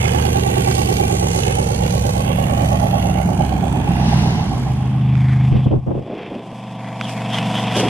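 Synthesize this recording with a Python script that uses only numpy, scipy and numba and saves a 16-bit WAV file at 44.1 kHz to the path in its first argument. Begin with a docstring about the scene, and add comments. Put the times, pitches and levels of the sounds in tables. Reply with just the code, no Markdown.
"""A V8 pickup rolls past close by at a lumpy fast idle: its firings boom and bark, mirrored by the road.
As it rolls away its engine labours briefly and sags, in a swell of open exhaust notes, clatter and sizzle.
The sound fades into the same truck far down the track, pulling hard and coming closer over the grass:
steady exhaust notes drone under a rush of filtered noise whose treble swells and sinks.
Gusts of noise then buffet and pop the microphone; a few sharp cracks stand out from the labouring onwards."""
import sys
import numpy as np
from scipy import signal
from scipy.fft import rfft, irfft, next_fast_len
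from scipy.io import wavfile
from scipy.ndimage import uniform_filter1d, map_coordinates
from numba import njit

SR = 44100
rng = np.random.default_rng(int(sys.argv[2]) if len(sys.argv) > 2 else 0)


def master(y):
    """Save y as 16-bit WAV."""
    cut = np.clip(np.atleast_2d(y).T, -1, 1)
    pcm = np.round(cut * 32767)  # scale
    wavfile.write(sys.argv[1], SR, pcm.astype(np.int16))


N = 347939

# engine speed while rolling by, then while pulling: (time [s], engine cycles per second [Hz])
IDLE_SPEED = [(0, 9.48), (.75, 9.48), (1, 8.93), (1.3, 8.34), (1.8, 8.49), (2.4, 9.18), (2.8, 8.95),
              (3.2, 8.49), (3.6, 8.64), (3.85, 8.38), (4.15, 7.62), (4.5, 7.22)]
PULL_SPEED = [(4.7, 25.65), (5.8, 25.73), (6.1, 25.46), (6.3, 24.7), (6.42, 24.5), (6.62, 24.3),
              (7.36, 23.9), (7.89, 23.38)]
# exhaust notes at idle, and those of the open pipe mouth: (multiple of the cycle rate, relative level [dB])
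IDLE_NOTES = [(5, -7), (6, -36), (7, -32), (8, 2.5), (9, -24), (10, -17), (11, 0), (12, -16), (13, -0.5),
              (14, -10.5), (15, -30), (16, -3.5), (17, -10), (18, -16), (19, -8), (20, -8), (21, -4),
              (22, -29.5), (25, -15.5), (26, -24), (27, -16.5)]
MOUTH_NOTES = [(8, -8), (11, -5), (13, -5.5), (16, 3.5), (17, -8.5), (19, -4), (21, 7.5), (22, -2),
               (24, -4), (27, -3), (29, 0.5), (32, -5.5)]
# exhaust notes of the launch, the nearing truck and its bark: (multiple of the cycle rate, relative level [dB])
LAUNCH_NOTES = [(3, -11.5), (4, -14.5), (5, 2.5), (6, -8.5), (7, -14.5), (8, -11), (9, -21.5), (11, -20.5),
                (12, -28.5)]
ONCOMING_NOTES = [(3, -19), (4, -35), (5, 3), (6, -9), (7, -5), (8, -0.5), (9, 0), (10, -20), (11, -7),
                  (12, -26), (13, -12.5)]
ONCOMING_BARK_NOTES = [(19, -16), (21, -12.5), (22, -4), (23, -21.5), (26, -7), (27, -2), (28, -4.5),
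                       (29, -3), (30, -10), (31, -1.5), (32, -1), (33, -2.5), (34, -8), (36, -11), (37, -7),
                       (38, -7), (39, -10.5), (41, -3), (42, -8), (43, -6.5), (46, -12), (47, -8)]
# the eight cylinders at idle, and their barks and growls, bunched by the unequal pipes:
# (place in the cycle [0-1], relative level [dB])
IDLE_FIRINGS = [(.055, 0), (.16, -1), (.3, 0), (.44, -3), (.54, 1), (.68, -2), (.79, -3), (.91, 0)]
IDLE_BARKS = [(.06, -9), (.235, -4), (.3, -6), (.376, 1), (.423, -3), (.625, -2), (.722, -2.5), (.84, -8)]
IDLE_GROWLS = [(.055, -5), (.21, -11), (.375, -6), (.452, 0), (.525, -6), (.63, 0), (.76, -8), (.93, -7)]
# ticks of the valve gear, and the firings under load: (place in the cycle [0-1], relative level [dB])
VALVE_TICKS = [(.02, -5), (.115, 0), (.26, -3), (.39, -1), (.5, -.5), (.635, -5), (.74, 0), (.865, -1)]
PULL_FIRINGS = [(.037, -9), (.2, -6), (.367, -7), (.495, -3), (.578, -1), (.773, 0), (.815, -7), (.93, -12)]
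# firings that bark harder than the rest: (time [s], peak level [dB])
HARD_BARKS = [(2.574, -15), (3.154, -20), (3.2, -25), (3.289, -10), (3.506, -16), (3.639, -15),
              (3.668, -18), (3.907, -17), (4.427, -22)]
# tone colours of the near truck: (frequency [Hz], relative level [dB])
BOOM_PIPE = [(45, -6.5), (64, -6), (78, -3.5), (100, -3), (120, 2.5), (150, -3.5), (180, 0.5), (200, -7),
             (260, 6)]
THUD_COLOUR = [(25, -32), (45, -29), (65, 7.5), (100, -18), (130, 2), (175, 4.5), (250, -3), (330, -8.5),
               (450, -13.5), (900, -88.5), (4000, -120)]
IDLE_PIPE = [(100, -73.5), (250, -5), (450, -8), (620, -2.5), (740, 1.5), (830, 4.5), (910, -11),
             (1000, -26.5), (1110, -7), (1270, -32.5), (1500, -33), (2000, -35.5), (8000, -100)]
TAIL_PIPE = [(250, -21), (500, -9), (700, 1), (830, 1.5), (950, -0.5), (1080, -6.5), (1200, -10),
             (1400, -9), (1700, -10.5), (3000, -49.5)]
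CLATTER_COLOUR = [(200, -29), (800, 11), (1200, -1), (1500, 1), (1800, 1.5), (2700, 6), (3400, -0.5),
                  (3900, -13), (5500, -7.5), (8000, -19.5), (14000, -61)]
FAN_COLOUR = [(500, -55), (2500, -3.5), (4000, 0.5), (6300, 2.5), (8000, 0), (10000, -1), (12300, -1.5),
              (13500, -23), (15000, -31)]
LOW_SPREAD_COLOUR = [(50, -30.5), (110, -18), (200, 1), (330, -12), (450, -10), (900, -82)]
SIZZLE_COLOUR = [(1200, -0.5), (2000, -0.5), (4000, -0.5), (6000, -3.5), (7500, -17), (11000, -23.0),
                 (15000, -45)]
# tone colours of the far truck: (frequency [Hz], relative level [dB])
PULL_PIPE = [(100, -65), (300, -43), (450, 0), (580, -17), (670, -2.5), (760, 4.5), (840, -15.5),
             (900, 4.5), (1000, -12.5), (1130, -28), (1300, -24), (2200, -32), (4000, -66.5), (12000, -100)]
RUSH_COLOUR = [(300, -4.5), (800, 9), (1400, 2.5), (2000, 0), (2800, -7), (3400, 1.5), (4000, -12.5),
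               (5200, -10.5), (7500, -30), (12000, -45), (14000, -78)]
FAR_HISS_COLOUR = [(800, -45), (2500, -21), (3500, 3.5), (5200, 4), (8000, 1), (10000, -2.5), (12200, -8.5),
                   (13500, -41), (15000, -52)]
THIN_ROUGH_COLOUR = [(30, -56), (70, -31), (120, -2), (200, 8.5), (300, -6.0), (450, -18), (900, -75)]
# tone colours of the wind and the cracks: (frequency [Hz], relative level [dB])
GUST_COLOUR = [(60, -23.5), (150, -6), (300, -0.5), (480, -2), (700, -9), (1000, -19.5), (1600, -35.5),
               (4000, -62), (14000, -101)]
RUMBLE_COLOUR = [(15, 4), (40, -9.5), (90, 7), (160, 4), (300, -4.5), (800, -71), (4000, -120)]
CRACK_COLOUR = [(500, -28), (1000, -2), (1300, 6), (1700, 6.5), (2200, 4), (2750, 4), (3500, -4.5),
                (4300, -10), (5500, -10), (8000, -19.5), (13000, -43)]
# moving air carries swells of treble from the far truck: (time [s], half length [s],
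# rush gain [dB], hiss gain [dB], centre of the rush [Hz])
SWELLS = [(5.308, 0.16, 0.5, 1.5, 2070), (5.505, 0.025, -1.5, 1, 2720), (5.651, 0.012, -0.5, 4, 3300),
          (6.195, 0.19, 10, -2.5, 2540), (6.764, 0.023, 0.5, -3, 3100), (6.883, 0.099, -1, -1, 2210),
          (7.043, 0.027, 1.5, 4, 3370), (7.101, 0.03, 2.5, 8.5, 2780), (7.187, 0.067, -3, 1.5, 2360),
          (7.352, 0.038, 6, 7, 3080), (7.578, 0.045, 3.5, 2, 2990), (7.685, 0.029, 2.5, -4, 2750),
          (7.786, 0.042, 5, 9.5, 2860)]
# wind buffets: (time [s], sputter level [dB], length [s], rumble level [dB])
BUFFETS = [(5.511, -33.5, 0.028, -14.5), (5.541, -32, 0.037, -18.5), (5.658, -23, 0.017, -13.5),
           (5.708, -23, 0.014, -15.5), (5.72, -22, 0.019, -19.5), (5.745, -30, 0.028, -17.5),
           (5.863, -24, 0.031, -22.5), (5.907, -25.5, 0.015, -51), (5.93, -28, 0.06, -26.5),
           (5.968, -41, 0.0092, -33), (6.039, -27, 0.19, -60), (6.29, -32, 0.1, -49),
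           (6.529, -27, 0.0035, -50), (7.753, -17.5, 0.031, -64), (7.803, -20, 0.014, -46),
           (7.826, -18.5, 0.038, -40)]
# pops of wind on the microphone: (time [s], peak level [dB])
POPS = [(5.668, -19), (5.707, -20), (5.742, -12), (5.874, -29), (5.907, -17), (5.952, -12.5),
        (5.993, -17.5), (6.065, -19), (6.528, -21.5)]
# sharp cracks: (time [s], peak level [dB], lean to the right [share of the middle])
CRACKS = [(4.198, -30, .3), (5.154, -22.5, 1), (7.012, -9, 0.21)]

CRACK_ECHO_S, CRACK_ECHO_DB = .00085, -6  # delay and level of a crack's reflection
# rolling by: the engine and its side pipe pass the microphone at walking pace
ROLL_M_S, ROLL_PASSES_S, ROLL_GAP_M = 1.357, 0.78, 1.652
FAN_PASSES_S, FAN_GAP_M = 1.07, 1.32  # the grille comes by a little after the pipe
PIPE_HEIGHT_M, MIC_HEIGHT_M = 0.881, 1.069
SOUND_M_S, BAY_MIRROR = 343, .33  # speed of sound; share of the clatter that the road reflects
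TICK_HISS = .85  # steady hiss mixed with the valve ticks, whose rms is 1
# levels with the engine alongside, then what they gain once the truck is heard from behind
BOOM_DB, THUD_DB, BARK_DB, BODY_DB, CLATTER_DB, FAN_DB = -19, -28, -31.5, -27, -33, -34
REAR_BOOM_DB, REAR_THUD_DB, REAR_BARK_DB, REAR_BODY_DB, REAR_CLATTER_DB = -5.5, 9.5, 3.5, -4, 3
# the view swings from the truck's side to its tail; the lean to the right shrinks with it
TURN_S, TURN_LENGTH_S, SIDE_LEAN, REAR_LEAN = 3.02, 0.77, 2.19, 0.13
# the growl swells as the open rear wheel arch goes by
GROWL_S, GROWL_LENGTH_S, GROWL_DB = 2.82, 0.52, 3.5
BODY_WIDTH_HZ = 161.  # width of the band that the road reflection lifts
# the engine labours briefly as the truck rolls away, its speed sagging
LABOUR_S, LABOUR_HOLD_S = 4.083, 0.12
MOUTH_DB, SIZZLE_DB, LABOUR_CLATTER_DB = -18.5, -40.5, 2
TAIL_DB, LABOUR_TAIL_DB = -33, 3.5  # rough gas noise heard from behind, and what the load adds
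# the run down the track, and its levels if it were abreast of the microphone
RUN_M_S, RUN_PASSES_S, RUN_GAP_M = 33.9, 9.13, 33.3
RUSH_HZ = 2680  # centre of the intake and tyre rush between swells
ONCOMING_DB, PULL_BARK_DB, PULL_RASP_DB, RUSH_DB, HISS_DB = -21.5, -17, -24, -22.5, -31.5
# loss over the grass, in dB per doubling of distance
BOOM_LOSS_DB, BARK_LOSS_DB, RUSH_LOSS_DB, HISS_LOSS_DB = 8.5, 11, 9.5, 14
# the deep launch drone sinks with the dip, then gives way as the bass drops away
LAUNCH_DB, BASS_DROP_S, BASS_DROP_LENGTH_S = -16, 6.0, 0.043
# the truck's level dips at 5.57 s and creeps back
DIP_S, DIP_ATTACK_S, DIP_RECOVERY_S, DIP_DB, DIP_TREBLE_DB = 5.568, 0.24, 1.58, -12.5, -20.5
# the near truck fades out and the far one fades in
FADE_FROM_S, FADE_LENGTH_S, FAR_FROM_S, FAR_LENGTH_S = 4.28, 1, 4.39, 0.76
MIC_CEILING, TOP_HZ = .9, 15500  # share of full scale where peaks round off; upper edge of the treble


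def idling_truck():
    """Lumpy firings boom, bark in the pipe and bounce off the road; the engine bay ticks and hisses."""
    hz, = curves(IDLE_SPEED)
    cycles = np.cumsum(hz) / SR
    metres = distance(ROLL_M_S, ROLL_PASSES_S, ROLL_GAP_M)
    spread_db = 20 * np.log10(ROLL_GAP_M / metres)
    # the path by way of the road is longer than the direct one
    road_m = np.hypot(metres, MIC_HEIGHT_M + PIPE_HEIGHT_M)
    direct_m = np.hypot(metres, MIC_HEIGHT_M - PIPE_HEIGHT_M)
    late_s = (road_m - direct_m) / SOUND_M_S
    rear = 1 / (1 + np.exp((TURN_S - np.arange(N) / SR) / TURN_LENGTH_S))  # 0 side view, 1 tail view
    load = labour(rise_s=0.18, fall_s=0.27)
    growl_db = GROWL_DB * bump(GROWL_S, GROWL_LENGTH_S)
    thud_db = THUD_DB + REAR_THUD_DB * rear
    bark_db = BARK_DB + REAR_BARK_DB * rear
    turbulence = .33 + .2 * rear
    pulses = fire(cycles, IDLE_FIRINGS, scatter_db=1.6, jitter_s=.0001)

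    boom = exhaust_boom(cycles, rear, load, growl_db)
    thud = colour(puffs(pulses, decay_s=0.055) * noise(), THUD_COLOUR) * undb(thud_db)
    bark = exhaust_bark(cycles, turbulence, late_s, bark_db + 1.1 * growl_db)
    tail = tail_gas(pulses, rear, load)
    body_db = BODY_DB + spread_db + growl_db + REAR_BODY_DB * rear
    body = body_growl(cycles, turbulence, late_s) * undb(body_db)
    clatter_db = CLATTER_DB + spread_db + REAR_CLATTER_DB * rear + LABOUR_CLATTER_DB * load
    bay = engine_bay(cycles, late_s, clatter_db)

    # separate clatter, rough bark and low rumble spread the truck between left and right
    bay_spread = engine_bay(cycles, late_s, clatter_db)
    bark_spread = colour(knocks(cycles, IDLE_BARKS, decay_s=0.0079), IDLE_PIPE) * undb(bark_db - 11)
    low_spread = colour(noise(), LOW_SPREAD_COLOUR) * undb(thud_db - 13.5)
    # above the bass the close truck is much stronger in the right channel
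    lean = SIDE_LEAN + (REAR_LEAN - SIDE_LEAN) * rear
    side = 0.11 * boom + 0.14 * thud + lean * (bark + tail + 0.5 * body)
    side = side + (0.5 + .5 * lean) * bay + 1.25 * bay_spread + bark_spread + low_spread
    return stereo(boom + thud + bark + tail + body + bay, side)


def exhaust_boom(cycles, rear, load, growl_db):
    """Low notes locked to the firings; the open pipe mouth adds its own under load and from behind."""
    notes = unit(drone(cycles, IDLE_NOTES, IDLE_FIRINGS, waver_db=1.26, waver_rate=7, pipe=BOOM_PIPE))
    mouth = unit(drone(cycles, MOUTH_NOTES, IDLE_FIRINGS, waver_db=0.8, waver_rate=8.9))
    boom = notes * undb(BOOM_DB + REAR_BOOM_DB * rear + 1.02 * growl_db)
    return boom + mouth * undb(MOUTH_DB) * (load + 0.24 * rear)


def exhaust_bark(cycles, turbulence, late_s, level_db):
    """Blasts of gas ring in the pipe and reflect from the road; a few single firings bark harder."""
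    bark = colour(blast(cycles, IDLE_BARKS, turbulence), IDLE_PIPE)
    bark = mirrored(bark, late_s, share=0.27) * undb(level_db)
    return bark + strikes(HARD_BARKS, IDLE_PIPE, decay_s=.0001)


def tail_gas(pulses, rear, load):
    """Rough gas noise, puffing with the firings, comes up as the tail turns to the listener."""
    gas = colour((1 + puffs(pulses, decay_s=0.0059)) * noise(), TAIL_PIPE)
    return gas * rear * undb(TAIL_DB + LABOUR_TAIL_DB * load)


def body_growl(cycles, turbulence, late_s):
    """The band in which direct and reflected sound first add up stands out of the blasts."""
    growl = blast(cycles, IDLE_GROWLS, turbulence)
    for _ in range(2):
        growl = resonance(growl, 1 / late_s, BODY_WIDTH_HZ)
    return unit(growl)


def engine_bay(cycles, late_s, clatter_db):
    """Eight valve ticks a cycle over a hiss: the clatter bounces off the road, the fan and belts are brighter."""
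    ticks = rattle(cycles)
    fan_db = FAN_DB + 20 * np.log10(FAN_GAP_M / distance(ROLL_M_S, FAN_PASSES_S, FAN_GAP_M))
    clatter = mirrored(colour(ticks, CLATTER_COLOUR), late_s, BAY_MIRROR)
    clatter = clatter * undb(clatter_db + 1.34 * walk(12))
    return clatter + colour(ticks, FAN_COLOUR) * undb(fan_db + 1.0 * walk(14))


def rattle(cycles):
    """Each tick of the valve gear shakes a different mix of engine parts, over a hiss that wavers; rms 1."""
    out = 0
    for hz in np.geomspace(700, 13000, 9):
        pushes = fire(cycles, VALVE_TICKS, scatter_db=2.4, jitter_s=.0006)
        pushes = uniform_filter1d(pushes, int(.0035 * SR))
        ticks = puffs(pushes, decay_s=.005)
        grains = np.hypot(ticks, TICK_HISS) * noise() * undb(1.5 * walk(7))
        out = out + resonance(grains, hz * (1 + .04 * walk(5)), .22 * hz)
    return unit(out)


def labour(rise_s, fall_s):
    """Load on the idling engine, 0-1: it builds, holds and lets go."""
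    age = np.arange(N) / SR - LABOUR_S
    outside = np.maximum(-age / rise_s, (age - LABOUR_HOLD_S) / fall_s)
    return np.exp(-np.maximum(outside, 0))


def sizzle():
    """A short swell of high hiss while the engine labours, leaning left."""
    mid, side = (colour(noise(), SIZZLE_COLOUR) for _ in range(2))
    hiss = stereo(1.44 * mid, 3.1 * side - 0.64 * mid)
    return hiss * undb(SIZZLE_DB) * labour(rise_s=0.14, fall_s=0.48)


def pulling_truck():
    """Under load the exhaust notes are a throbbing drone, then more bark and rush as the truck nears."""
    hz, = curves(PULL_SPEED)
    cycles = np.cumsum(hz) / SR
    far = np.log2(distance(RUN_M_S, RUN_PASSES_S, RUN_GAP_M) / RUN_GAP_M)  # doublings of distance
    dip = ramp(DIP_S, DIP_ATTACK_S) - ramp(DIP_S + DIP_ATTACK_S, DIP_RECOVERY_S)
    boom, bark = pulling_boom(cycles, far), pulling_bark(cycles, far)
    treble, treble_side = rush_and_hiss(cycles, far, dip)
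    return stereo((boom + bark) * undb(DIP_DB * dip) + treble, treble_side)


def pulling_boom(cycles, far):
    """A deep drone holds until the bass drops away; then thinner low notes grow with nearness."""
    rough = colour(noise(), THUD_COLOUR) * undb(-15.5)
    thin_rough = colour(noise(), THIN_ROUGH_COLOUR) * undb(-0.5)
    launch_notes = drone(cycles, LAUNCH_NOTES, PULL_FIRINGS, waver_db=1.0, waver_rate=4.77)
    launch = (launch_notes + rough) * undb(LAUNCH_DB)
    low_notes = drone(cycles, ONCOMING_NOTES, PULL_FIRINGS, waver_db=.7, waver_rate=4)
    oncoming = (low_notes + thin_rough) * undb(ONCOMING_DB - BOOM_LOSS_DB * far)
    return launch + (oncoming - launch) * ramp(BASS_DROP_S, BASS_DROP_LENGTH_S)


def pulling_bark(cycles, far):
    """High exhaust notes with a rasp of ringing pipe and turbulent gas."""
    pulses = fire(cycles, PULL_FIRINGS, scatter_db=1.5, jitter_s=.00008)
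    notes = unit(drone(cycles, ONCOMING_BARK_NOTES, PULL_FIRINGS, waver_db=1.7, waver_rate=3))
    gas = puffs(pulses, decay_s=.004) * noise()
    rasp = colour(knocks(cycles, PULL_FIRINGS, decay_s=.005) + .7 * gas, PULL_PIPE)
    return (notes * undb(PULL_BARK_DB) + rasp * undb(PULL_RASP_DB)) * undb(-BARK_LOSS_DB * far)


def rush_and_hiss(cycles, far, dip):
    """Moving air between truck and listener makes the treble swell, sink and change colour."""
    rush_db = RUSH_DB - RUSH_LOSS_DB * far + DIP_TREBLE_DB * dip
    hiss_db = HISS_DB - HISS_LOSS_DB * far + DIP_DB * dip
    rush_hz = RUSH_HZ
    for s, length, rush_gain_db, hiss_gain_db, centre_hz in SWELLS:
        carried = bump(s, length)
        rush_db = rush_db + rush_gain_db * carried
        hiss_db = hiss_db + hiss_gain_db * carried
        rush_hz = rush_hz + (centre_hz - rush_hz) * carried
    pulses = fire(cycles, PULL_FIRINGS, scatter_db=1.5, jitter_s=.00008)
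    flow = unit(.85 + .5 * puffs(pulses, decay_s=.0035))
    broad = colour(noise(), RUSH_COLOUR) * undb(-3 + 1.2 * walk(20))
    swell = unit(resonance(colour(noise(), RUSH_COLOUR), rush_hz, 520.)) * undb(.5 + 1.6 * walk(27))
    rush = (broad + swell) * flow * undb(rush_db)
    path_s = 1 / rush_hz  # the ground path lifts the multiples of the rush's centre too
    hiss, hiss_side = (mirrored(colour(noise(), FAR_HISS_COLOUR), path_s, share=0.2)
                       * flow * undb(hiss_db + 2 * walk(25)) for _ in range(2))
    return rush + hiss, 0.86 * hiss_side


def cracks():
    """Dry snaps close to the microphone, each doubled by a reflection."""
    out = 0
    for s, db, lean in CRACKS:
        pair = [(s, db), (s + CRACK_ECHO_S, db + CRACK_ECHO_DB)]
        snap = strikes(pair, CRACK_COLOUR, decay_s=.00003)
        out = out + stereo(snap, lean * snap)
    return out


def pops():
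    """The sharpest eddies pop against the microphone."""
    return strikes(POPS, GUST_COLOUR, decay_s=0.00044)


def wind():
    """Eddies strike the two microphone ports: sputtering bursts over a low rumble."""
    t, out = np.arange(N) / SR, 0
    sputter, sputter_side = (colour(noise() * undb(2.0 * walk(130)), GUST_COLOUR) for _ in range(2))
    rumble, rumble_side = (colour(noise(), RUMBLE_COLOUR) for _ in range(2))
    width = 1 - 0.955 * ramp(BASS_DROP_S, BASS_DROP_LENGTH_S)  # narrows when the bass drops away
    sputter = stereo(sputter, width * sputter_side)
    rumble = stereo(rumble, 0.68 * width * rumble_side)
    for s, db, length, rumble_db in BUFFETS:
        age = np.maximum(t - s, 0) / length
        swell = 2 * age * np.exp(1 - 2 * age)  # a quick rise, then the eddy dies away
        out = out + swell * (undb(db) * sputter + undb(rumble_db) * rumble)
    return out


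def fire(cycles, firings, scatter_db, jitter_s):
    """One pulse per listed firing and cycle, each a little off in time and strength."""
    place, db = np.transpose(firings)
    count = int(cycles[-1])
    chance = rng.standard_normal(((count + 1) * len(place), 2))
    due = (np.arange(count + 1)[:, None] + place).ravel()
    at = np.interp(due, cycles, np.arange(N), left=-N, right=2 * N) + jitter_s * SR * chance[:, 0]
    size = undb(np.tile(db, count + 1) + scatter_db * chance[:, 1])
    inside = (at > 0) & (at < N - 2)
    at, size = at[inside], size[inside]
    # share each pulse between the two nearest samples
    first, late = at.astype(int), at % 1
    return np.bincount(first, size * (1 - late), N) + np.bincount(first + 1, size * late, N)


def puffs(pulses, decay_s):
    """The gas flow that dies away after each pulse; rms 1."""
    return unit(signal.lfilter([1], [1, -np.exp(-1 / (SR * decay_s))], pulses))


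def ring(pulses, decay_s):
    """Dense reflections along the pipe and under the body build up and die away, alike after every pulse."""
    t = np.arange(2048) / SR
    shape = np.exp(-t / decay_s) * (1 - np.exp(-2 * t / decay_s))
    return unit(signal.oaconvolve(pulses, rng.standard_normal(len(t)) * shape)[:N])


def knocks(cycles, firings, decay_s, scatter_db=1.0):
    """Every cylinder rings in its own way, and the same way on every cycle; rms 1."""
    out = 0
    for place, db in firings:
        pulses = fire(cycles, [(place, 0)], scatter_db, jitter_s=.00002)
        out = out + undb(db) * ring(pulses, decay_s)
    return unit(out)


def blast(cycles, firings, turbulence):
    """Each firing is a pressure pulse, its reflections and a puff of turbulent gas."""
    pulses = fire(cycles, firings, scatter_db=2.4, jitter_s=.00014)
    gas = (turbulence + .15 * puffs(pulses, decay_s=.005)) * noise()
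    return .58 * unit(pulses) + .58 * knocks(cycles, firings, decay_s=.014) + gas


def drone(cycles, notes, firings, waver_db, waver_rate, pipe=None):
    """Exhaust notes timed by the firings; each wavers, and swells as it meets a pipe resonance."""
    place, strength_db = np.transpose(firings)
    hz, out = np.gradient(cycles) * SR, 0
    for k, db in notes:
        k = round(k)
        phase = np.angle(np.sum(undb(strength_db) * np.exp(-2j * np.pi * k * place)))
        lift_db = np.interp(k * hz, *np.transpose(pipe)) if pipe else 0
        level = undb(db + lift_db + waver_db * walk(waver_rate))
        out = out + level * np.cos(2 * np.pi * k * cycles + phase)
    return np.sqrt(2) * out


def strikes(table, points, decay_s):
    """Sudden pushes of air, (time [s], peak level [dB]), heard through a colour; the loudest sets the scale."""
    t, pushes = np.arange(N) / SR, 0
    for s, db in table:
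        pushes = pushes + undb(db) * (t >= s) * np.exp(-np.abs(t - s) / decay_s)
    out = colour(pushes, points)
    return out / np.abs(out).max() * undb(max(db for _, db in table))


def mirrored(x, late_s, share):
    """A sound plus its later reflection from the ground, which lifts and dulls evenly spaced pitches."""
    late = map_coordinates(x, [np.arange(N) - late_s * SR], order=1)
    return (x + share * late) / np.hypot(1, share)


def distance(speed, passes_s, gap):
    """Metres to a truck that drives by in a straight line."""
    return np.hypot(gap, speed * (np.arange(N) / SR - passes_s))


@njit
def resonance(x, hz, width):
    """Band-pass whose centre moves."""
    y, band, low = np.empty(len(x)), 0., 0.
    for i in range(len(x)):
        g, k = np.tan(np.pi * hz[i] / SR), width / hz[i]
        v = (band + g * (x[i] - low)) / (1 + g * (g + k))
        band, low, y[i] = 2 * v - band, low + 2 * g * v, k * v
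    return y


def colour(x, points):
    """Causal filter through (frequency [Hz], level [dB]) points; the result has rms 1."""
    size = next_fast_len(N + 8192)
    hz, db = np.transpose(points)
    bins_hz = np.arange(size // 2 + 1) * SR / size
    log_gain = np.log(undb(np.interp(np.log(bins_hz + 1), np.log(hz), db)))
    # folding the cepstrum gives the filter that answers soonest (minimum phase)
    cepstrum = irfft(log_gain, size)
    cepstrum[1:size // 2] *= 2
    cepstrum[size // 2 + 1:] = 0
    return unit(irfft(rfft(x, size) * np.exp(rfft(cepstrum)), size)[:N])


def walk(rate):
    """Random levels held 1 / rate seconds and smoothed twice; rms 1."""
    k = int(SR / rate)
    held = noise()[np.arange(N) // k]
    return unit(uniform_filter1d(uniform_filter1d(held, k), k))


def noise():
    """White noise."""
    return rng.standard_normal(N)


def curves(table):
    """Each column after the time as a value per sample."""
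    s, *columns = np.transpose(table)
    return [np.interp(np.arange(N) / SR, s, c) for c in columns]


def ramp(start_s, length_s):
    """Rises evenly from 0 to 1."""
    return np.clip((np.arange(N) / SR - start_s) / length_s, 0, 1)


def bump(centre_s, half_length_s):
    """A smooth bell-shaped swell that peaks at 1."""
    return np.exp(-((np.arange(N) / SR - centre_s) / half_length_s) ** 2)


def undb(db):
    """Decibels to gain."""
    return 10 ** (np.asarray(db) / 20)


def unit(x):
    """Scale to rms 1."""
    return x / np.sqrt(np.mean(x ** 2))


def stereo(mid, side):
    """Left and right; side is what the right gains and the left loses."""
    return np.array([mid - side, mid + side])


def scene():
    """The truck near, then far, with wind and cracks."""
    near = (1 - ramp(FADE_FROM_S, FADE_LENGTH_S)) * (idling_truck() + sizzle())
    far = ramp(FAR_FROM_S, FAR_LENGTH_S) * pulling_truck()
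    return near + far + wind() + pops() + cracks()


def record(dry):
    """The microphone rounds the strongest peaks, and a steep filter cuts the top of the treble."""
    rounded = dry / (1 + (dry / MIC_CEILING) ** 6) ** (1 / 6)
    return signal.sosfilt(signal.ellip(8, .2, 70, TOP_HZ, fs=SR, output="sos"), rounded)


dry = scene()
out = record(dry)
master(out)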